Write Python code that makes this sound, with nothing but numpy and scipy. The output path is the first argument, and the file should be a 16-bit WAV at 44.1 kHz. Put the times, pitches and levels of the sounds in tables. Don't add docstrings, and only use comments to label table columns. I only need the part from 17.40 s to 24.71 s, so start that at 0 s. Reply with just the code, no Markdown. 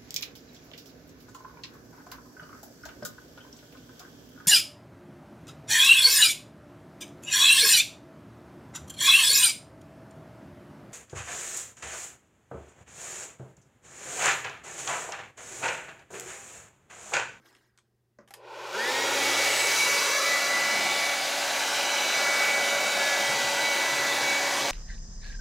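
import sys
import numpy as np
from scipy import signal
from scipy.fft import rfft, irfft, next_fast_len
from scipy.io import wavfile
from scipy.ndimage import uniform_filter1d

SR = 44100
rng = np.random.default_rng(int(sys.argv[2]) if len(sys.argv) > 2 else 0)


def nominal_scale(level):
    x = np.asarray(level, float) / 20
    return 10 ** x


def unload_wav(signal):
    wavfile.write(
        sys.argv[1],
        SR,
        np.round(np.clip(np.atleast_2d(signal).T, -1, 1) * 32767).astype(np.int16),
    )


N = 322371
FRAME, HOP = 1024, 256
HZ = np.fft.rfftfreq(FRAME, 1 / SR)
TIME = np.arange(N) / SR
FRAME_TIME = np.arange(N // HOP + 5) * HOP / SR
HIT_TIME = TIME[:SR // 5]


def evened(x):
    return x / np.sqrt(np.mean(x ** 2) + 1e-20)


def read(points, hz):
    f, value = np.transpose(points)
    return np.interp(np.log(hz + 1), np.log(f + 1), value)


def curves(rows, t):
    s, *columns = np.transpose(rows)
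    return [np.interp(t, s, c) for c in columns]


def add(mix, s, sound):
    part = mix[round(s * SR):][:len(sound)]
    part += sound[:len(part)]


def humps(peaks, at=HZ):
    return sum(db / (1 + (2 * (at - hz) / width) ** 2) for hz, width, db in peaks)


def noise(gain):
    a, b = rng.standard_normal((len(FRAME_TIME), len(HZ), 2)).T
    sound = signal.istft((a + 1j * b) * gain, nperseg=FRAME, noverlap=FRAME - HOP)[1]
    return sound[:N] / np.sqrt(FRAME / 3)


def unit(gain, lo_hz=0, hi_hz=SR):
    inside = (HZ >= lo_hz) & (HZ < hi_hz)
    return gain * np.sqrt(len(HZ) / (gain[inside] ** 2).sum(0))


def patches(bins, frames):
    field = rng.standard_normal((len(FRAME_TIME), len(HZ))).T
    for _ in range(2):
        field = uniform_filter1d(field, round(bins), 0)
        field = uniform_filter1d(field, round(frames), 1)
    return evened(field)


def band(x, lo_hz, hi_hz):
    return signal.sosfilt(signal.butter(N=4, Wn=[lo_hz, hi_hz], btype="band", fs=SR, output="sos"), x)


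def ring(modes):
    t = HIT_TIME
    out = sum(nominal_scale(db - 60 * t / t60) * np.sin(2 * np.pi * hz * t) for hz, db, t60 in modes)
    return out / abs(out).max()


def crack(t60, lo_hz, hi_hz):
    burst = band(rng.standard_normal(len(HIT_TIME)), lo_hz, hi_hz) * nominal_scale(-60 * HIT_TIME / t60)
    return burst * np.sqrt(SR / 8 / (hi_hz - lo_hz))


# (frequency [Hz], relative level [dB])
FLOOR_SPECTRUM = [(18, -45.5), (30, -1), (121, -5), (153, -4), (364, -7), (499, -15), (1500, -29),
                  (16000, -36)]


def floor(level_db=-74.5):
    shape = nominal_scale(read(FLOOR_SPECTRUM, HZ))[:, None]
    return nominal_scale(level_db) * noise(unit(shape))


# (time [s], level of its lows [dB], level of its highs [dB])
RUSTLE = [(0, -66, -79), (.045, -65, -75), (.055, -63, -67), (.09, -65, -65), (.12, -63, -71),
          (.19, -68, -74), (.27, -74, -77), (.33, -79, -90), (.6, -90, -96)]
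# (frequency [Hz], width [Hz], boost [dB])
SHEET_RESONANCES = [(353, 120, 11), (1600, 120, 9), (1900, 140, 8), (5170, 500, 8)]


def sheet(patchy_db=4.5):
    shape = nominal_scale(humps(SHEET_RESONANCES)[:, None] + patchy_db * patches(10, 2))
    low_tilt = nominal_scale(read([(150, -28), (300, -2), (2200, -6), (3000, -33)], HZ))[:, None]
    high_tilt = nominal_scale(read([(2000, -28), (2800, 5), (14000, -8), (16000, -10)], HZ))[:, None]
    low_db, high_db = curves(RUSTLE, TIME)
    low = noise(unit(shape * low_tilt)) * nominal_scale(low_db)
    high = noise(unit(shape * high_tilt)) * nominal_scale(high_db)
    return (low + high) * (TIME < KNOCKS[0][0])


# (time [s], level [dB])
HUM_LEVEL = [(0.0, -78), (.8, -75), (1.9, -55), (2.33, -58.5), (3.0, -69)]


def hum(hz=120):
    db, = curves(HUM_LEVEL, TIME)
    end = np.clip((HUM_LEVEL[-1][0] - TIME) / 0.17, 0, 1)
    return np.sqrt(2) * nominal_scale(db) * end * np.sin(2 * np.pi * hz * TIME)


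# (time [s], overall level [dB], share of lows [dB])
CRINKLES = [(0.058, -50, 2), (0.1276, -53, -8), (0.1500, -49, -2), (0.1664, -53, -4), (0.376, -45, -10),
            (0.3868, -44.5, -8)]


def crinkles(tick_s=.005):
    out = np.zeros(N)
    for s, db, low_db in CRINKLES:
        tick = crack(tick_s, 1500, 10300)
        bright = .3 * crack(0.03, 2500, 8900)
        low = nominal_scale(low_db) * crack(0.036, 650, 3900)
        add(out, s, nominal_scale(db) * (tick + bright + low))
    return out


# (time [s], level before the offset of each part [dB])
KNOCKS = [(.7865, -43.5), (.8, -55), (.809, -53)]
# (frequency [Hz], relative level [dB], time to die by 60 dB [s])
TABLE_MODES = [(210, -11, .1), (380, -12, .08), (580, 4, .028), (1050, -6, .04), (1500, -6, .03),
               (1950, -9, .03)]


def knock(rise_s=.0035):
    out = np.zeros(N)
    rise = np.minimum(HIT_TIME / rise_s, 1)
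    damped = np.clip((.09 - HIT_TIME) / .04, 0, 1)
    for s, db in KNOCKS:
        add(out, s, nominal_scale(db + 9.0) * ring(TABLE_MODES) * rise)
        add(out, s, nominal_scale(db - 12) * crack(0.037, 4300, 7000))
        add(out, s, nominal_scale(db - 9) * crack(.24, 200, 1800) * damped)
    return out


# (time [s], crack level [dB], body level [dB], thin to deep ring [0-1])
SWITCH = [(.8764, -56, -52, 0.5), (.885, -53, -56, .3), (0.907, -45, -44, 0.8), (0.9384, -34.5, -39.5, 0.1)]
# (frequency [Hz], relative level [dB], time to die by 60 dB [s])
HANDLE_MODES = [(800, -2, 0.083), (1780, 0, 0.034), (3020, 3, 0.015)]


def switch():
    out = np.zeros(N)
    for s, crack_db, body_db, deep in SWITCH:
        modes = []
        for k, (hz, db, t60) in enumerate(HANDLE_MODES):
            cut = deep if k else 1 - deep
            modes.append((hz, db - 24 * cut, t60))
        add(out, s, nominal_scale(crack_db) * crack(0.041, 1900, 12500))
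        add(out, s, nominal_scale(body_db) * (ring(modes) + 0.83 * crack(0.072, 400, 2500)))
    return out


FULL_SPEED = 283
START_S, GENTLE_SPEED, GENTLE_LAG_S = .907, 225, .3
FULL_POWER_S, FULL_LAG_S = 1.31, .132
# (time [s], speed [turns per s])
TOP_SPEED = [(1.7, 282.9), (2.4, 283.3), (3.2, 283.7), (5.4, 283), (5.9, 282.4), (7.31, 282.7)]


def shaft(t):
    creep_s = np.clip(np.minimum(t, FULL_POWER_S) - START_S, 0, None)
    gentle = GENTLE_SPEED * (1 - np.exp(-creep_s / GENTLE_LAG_S))
    top, = curves(TOP_SPEED, t)
    pull_s = np.clip(t - FULL_POWER_S, 0, None)
    return top - (top - gentle) * np.exp(-pull_s / FULL_LAG_S) + 1e-3


# (time [s], roar change [dB], body change [dB], hiss change [dB])
NOZZLE_AIM = [(1.6, 1.5, 0, 0), (2.1, 0, 2, 5), (2.37, -1.9, 0.5, 7.5), (2.65, -1, 0.5, 4),
              (3.15, -2.2, -0.7, 0.5), (3.5, -0.4, -1, -0.5), (3.9, -1.8, -1.6, 0), (5.05, 0.4, -0.6, -0.5),
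              (7.31, -0.3, -1.4, -0.3)]
# (time [s], extra delay [ms], strength in the lows [0-1])
TABLE_ECHO = [(.9, 2.05, 0.75), (1.7, 2.16, 0.6), (1.95, 2.22, 0.25), (2.3, 2.26, 0.3), (2.6, 2, 0.4),
              (2.8, 1.71, 0.73), (3.1, 1.39, 0.26), (6.3, 1.3, 0.42), (6.7, 1.18, 0.2), (7.31, 1.2, 0.37)]
# (frequency [Hz], relative level [dB])
RUSH_SPECTRUM = [(24, -70), (40, -52), (90, -34), (281, -11), (487, -10), (566, -7), (1080, -7.5),
                 (1660, -6), (1830, -7.5), (1970, -9.5), (2130, -6), (2290, -7.5), (2600, -6.5),
                 (6070, -12), (15700, -29)]
# (frequency [Hz], width [Hz], boost [dB])
HOUSING = [(564, 82, 2), (1460, 140, 2), (4820, 410, 2.5), (7000, 1040, 3.5)]
# (shaft order [multiple of shaft speed], width [Hz], boost before the hiss change [dB])
WAKE = (7.98, 350, 2)
# (lower edge [Hz], upper edge [Hz])
ZONES = [(350, 1100), (1100, 5000), (6200, 15000)]
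ROAR_DB, BODY_DB, HISS_DB = -33.5, -30.5, -38
ROAR_POWER, BODY_POWER, HISS_POWER = 1.48, 2.8, 4.5
STANDING_DB, PATCHY_DB = 1.8, .8


def rush(echo_top_hz=2300, wake_per_hiss=0.98):
    roar_db, body_db, hiss_db = curves(NOZZLE_AIM, FRAME_TIME)
    delay_ms, strength = curves(TABLE_ECHO, FRAME_TIME)
    speed = shaft(FRAME_TIME)
    hz = HZ[:, None]
    echo = np.clip(strength, 0, 1) / (1 + (hz / echo_top_hz) ** 2)
    comb = abs(1 + echo * np.exp(2j * np.pi * hz * delay_ms / 1000))
    order, width, wake_db = WAKE
    wake = humps([(order * speed, width, wake_db + wake_per_hiss * hiss_db)], hz)
    shape_db = read(RUSH_SPECTRUM, hz) + humps(HOUSING, hz) + wake
    drift_db = STANDING_DB * read([(3000, 0.93), (7000, .6)], hz) * patches(4, 62)
    flicker_db = PATCHY_DB * patches(19, 8)
    gain = comb * nominal_scale(shape_db + drift_db + flicker_db)
    roar, body, hiss = (unit(gain, *edges) for edges in ZONES)
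    relative = speed / FULL_SPEED
    roar = roar * nominal_scale(ROAR_DB + roar_db) * relative ** ROAR_POWER
    body = body * nominal_scale(BODY_DB + body_db) * relative ** BODY_POWER
    hiss = hiss * nominal_scale(HISS_DB + hiss_db) * relative ** HISS_POWER
    low = read([(900, 0.98), (1500, 0.26)], hz)
    high = read([(2500, 0.021), (8000, 0.81)], hz)
    blend = body * (roar / body) ** low * (hiss / body) ** high
    return noise(blend)


# (time [s], level of order 7 [dB], level of order 8 [dB])
LOUD_TONES = [(1.35, -33.5, -29), (1.5, -32.5, -38), (1.748, -38, -38.5), (2.0, -33.5, -29.5),
              (2.17, -40, -34.5), (2.42, -33, -27.5), (2.68, -40, -36), (2.95, -27.5, -33),
              (3.2, -29.5, -36), (3.42, -35.5, -31.5), (3.7, -38, -34.5), (3.85, -46, -50),
              (4.35, -43.5, -53), (4.55, -39, -36), (5.03, -32.5, -29), (5.5, -40.5, -34.5),
              (5.85, -34, -35.5), (6.27, -34.5, -30.5), (6.68, -32, -42), (6.92, -39, -28.5),
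              (7.12, -37, -40), (7.3, -43, -37)]
# (time [s], level of order 1 [dB], level of order 2 [dB])
LOW_TONES = [(1.6, -49, -38), (1.86, -42.5, -41.5), (2.25, -57.5, -46), (2.7, -54.5, -41.5),
             (4.3, -53, -45), (5.7, -54.5, -39), (6.2, -54.5, -38), (6.6, -50, -40.5), (7.3, -47.5, -38.5)]
# (time [s], level change [dB])
HIGH_TONES = [(1.5, -0.5), (2.0, 0.5), (2.4, 7), (2.85, 4.5), (3.3, 1.5), (3.9, -2.5), (4.75, 5.5),
              (5.1, 0.5), (6.2, 0.5), (7.3, -3)]
# (order [multiple of shaft speed], level before the shared sway [dB])
BLADE_OVERTONES = [(14, -43), (21, -43), (28, -59.5)]
# (order [multiple of shaft speed], middle level at full speed [dB])
WEAK_ORDERS = [(3, -56), (4, -47), (6, -49), (13, -53), (15, -59)]
# (time [s], order [multiple of shaft speed], half length [s], level change [dB])
FADES = [(2.41, 7, .04, -21), (3.03, 7, 0.053, -9), (4.65, 7, 0.059, -10), (3.15, 8, 0.045, -22),
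         (6.11, 8, 0.08, -21), (6, 8, .035, -12), (1.375, 8, .015, -16), (1.7, 7, .06, -6),
         (2.8, 7, .06, -9), (2.8, 8, 0.031, -8), (2.37, 2, 0.058, -20), (1.4, 14, .35, -2),
         (3.99, 14, 0.045, -5), (4.92, 14, 0.043, -7), (5.73, 14, .03, -18), (2.53, 14, .02, -18),
         (5.5, 14, .07, 5), (6.9, 14, 0.071, 6.5), (3.97, 21, .06, -14), (6.27, 14, 0.085, 8),
         (2.19, 21, 0.094, -22), (3.55, 21, .15, -4), (7.15, 14, 0.087, -9), (5.03, 21, .05, -16),
         (2, 21, 0.026, -10), (2.98, 21, 0.033, -12), (5.58, 21, .04, -10), (6.42, 13, 0.056, 14),
         (5.7, 13, .17, 10.5), (2.17, 28, 0.18, 18), (2.92, 6, 0.44, 9), (5, 6, 0.34, 9),
         (5.7, 6, 0.16, 12), (5.1, 4, 0.18, -15)]
FADE_DB, TONES_RISE_S = 2.6, .04
SCATTER, SWEEP_SCATTER = .11, .45


def whine(steepness=2.5):
    turns = np.cumsum(shaft(TIME)) / SR
    fades = patches(1, 30)[::8]
    near, far = patches(1, 3)[::8][:64].reshape(2, 32, -1)
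    high_db, = curves(HIGH_TONES, FRAME_TIME)
    tones = list(zip([7, 8, 1, 2], curves(LOUD_TONES, FRAME_TIME) + curves(LOW_TONES, FRAME_TIME)))
    tones += [(round(order), db + high_db) for order, db in BLADE_OVERTONES]
    tones += [(order, db + FADE_DB * fades[k]) for k, (order, db) in enumerate(WEAK_ORDERS)]
    emerging = 1 / (1 + np.exp((FULL_POWER_S + TONES_RISE_S / 2 - FRAME_TIME) * 4 / TONES_RISE_S))
    growth = (shaft(FRAME_TIME) / FULL_SPEED) ** steepness * emerging
    gliding = np.exp(-abs(FRAME_TIME - FULL_POWER_S) / (4 * FULL_LAG_S))
    out = np.zeros(N)
    for k, (order, db) in enumerate(tones):
        brief_db = sum(change_db * np.exp(-((FRAME_TIME - s) / half) ** 2)
                       for s, which, half, change_db in FADES if round(which) == order)
        scatter = SCATTER * (1 + order / 14) + SWEEP_SCATTER * gliding
        flutter = (1 + scatter * (near[k] + 1j * far[k])) / np.sqrt(1 + 2 * scatter ** 2)
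        size = np.interp(TIME, FRAME_TIME, growth * nominal_scale(db + brief_db) * flutter)
        out += (size * np.exp(2j * np.pi * (order * turns + rng.random()))).real
    return np.sqrt(2) * out


BUFFET_S, BUFFET_RISE_S, BUFFET_DB = 2.7, .65, -60.5
GUST_RISE_S, GUST_FALL_S = 0.06, 0.53
# (time [s], level above the steady lumps [dB])
GUSTS = [(5.89, 10), (6.53, 11.3)]


def buffet(lumpy_db=2.5):
    gust_db = 0
    for s, db in GUSTS:
        lag_s = np.where(FRAME_TIME < s, GUST_RISE_S, GUST_FALL_S)
        gust_db = gust_db + db * np.exp(-abs(FRAME_TIME - s) / lag_s)
    shape = nominal_scale(read([(60, -44), (110, -6), (135, 1.5), (170, -8), (260, -28.5)], HZ))[:, None]
    start = np.clip((FRAME_TIME - BUFFET_S) / BUFFET_RISE_S, 0, 1)
    return noise(unit(shape) * nominal_scale(BUFFET_DB + gust_db + lumpy_db * patches(3, 6)) * start)


# (frequency [Hz], time to die by 60 dB [s])
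ROOM_DECAY = [(300, 0.42), (1500, 0.11), (5000, .2), (14000, 0.11)]


def room(x):
    taps = np.zeros(SR // 2)
    at = np.arange(200, len(taps) - 20, 20)
    taps[at + rng.integers(0, 20, len(at))] = rng.choice([-1., 1.], len(at))
    hz, t, z = signal.stft(taps, SR, nperseg=256)
    decay = nominal_scale(-60 * t / read(ROOM_DECAY, hz)[:, None])
    tail = signal.istft(z * decay, SR, nperseg=256)[1]
    return signal.fftconvolve(x, tail / np.linalg.norm(tail))[:N]


# (frequency [Hz], width [Hz], boost or cut [dB])
ROOM_MODES = [(106.6, 20, -10), (134, 11, 6.5), (176, 43, -6.5), (214, 33, 4.5), (278, 39, -15),
              (356, 17, 4), (503, 26, -3)]


def standing_waves(x):
    size = next_fast_len(N)
    gain = nominal_scale(humps(ROOM_MODES, np.fft.rfftfreq(size, 1 / SR)))
    return irfft(rfft(x, size) * gain, size)[:N]


def scene():
    struck = crinkles() + knock() + switch()
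    air = standing_waves(rush() + buffet() + floor())
    mono = struck + nominal_scale(-7.5) * room(struck) + whine() + air + hum() + sheet()
    return np.array([mono, mono])


def low_pass(x):
    return signal.sosfilt(signal.butter(12, 16410, fs=SR, output="sos"), x)


def record(dry):
    edge = signal.firwin(255, 15850, window=("kaiser", 8), fs=SR)
    low_cut = signal.butter(N=2, Wn=45, btype="high", fs=SR, output="sos")
    limited = signal.oaconvolve(dry, edge[None], "same")
    finished = signal.sosfilt(low_cut, limited)
    return low_pass(finished)


dry = scene()
out = record(dry)
unload_wav(out)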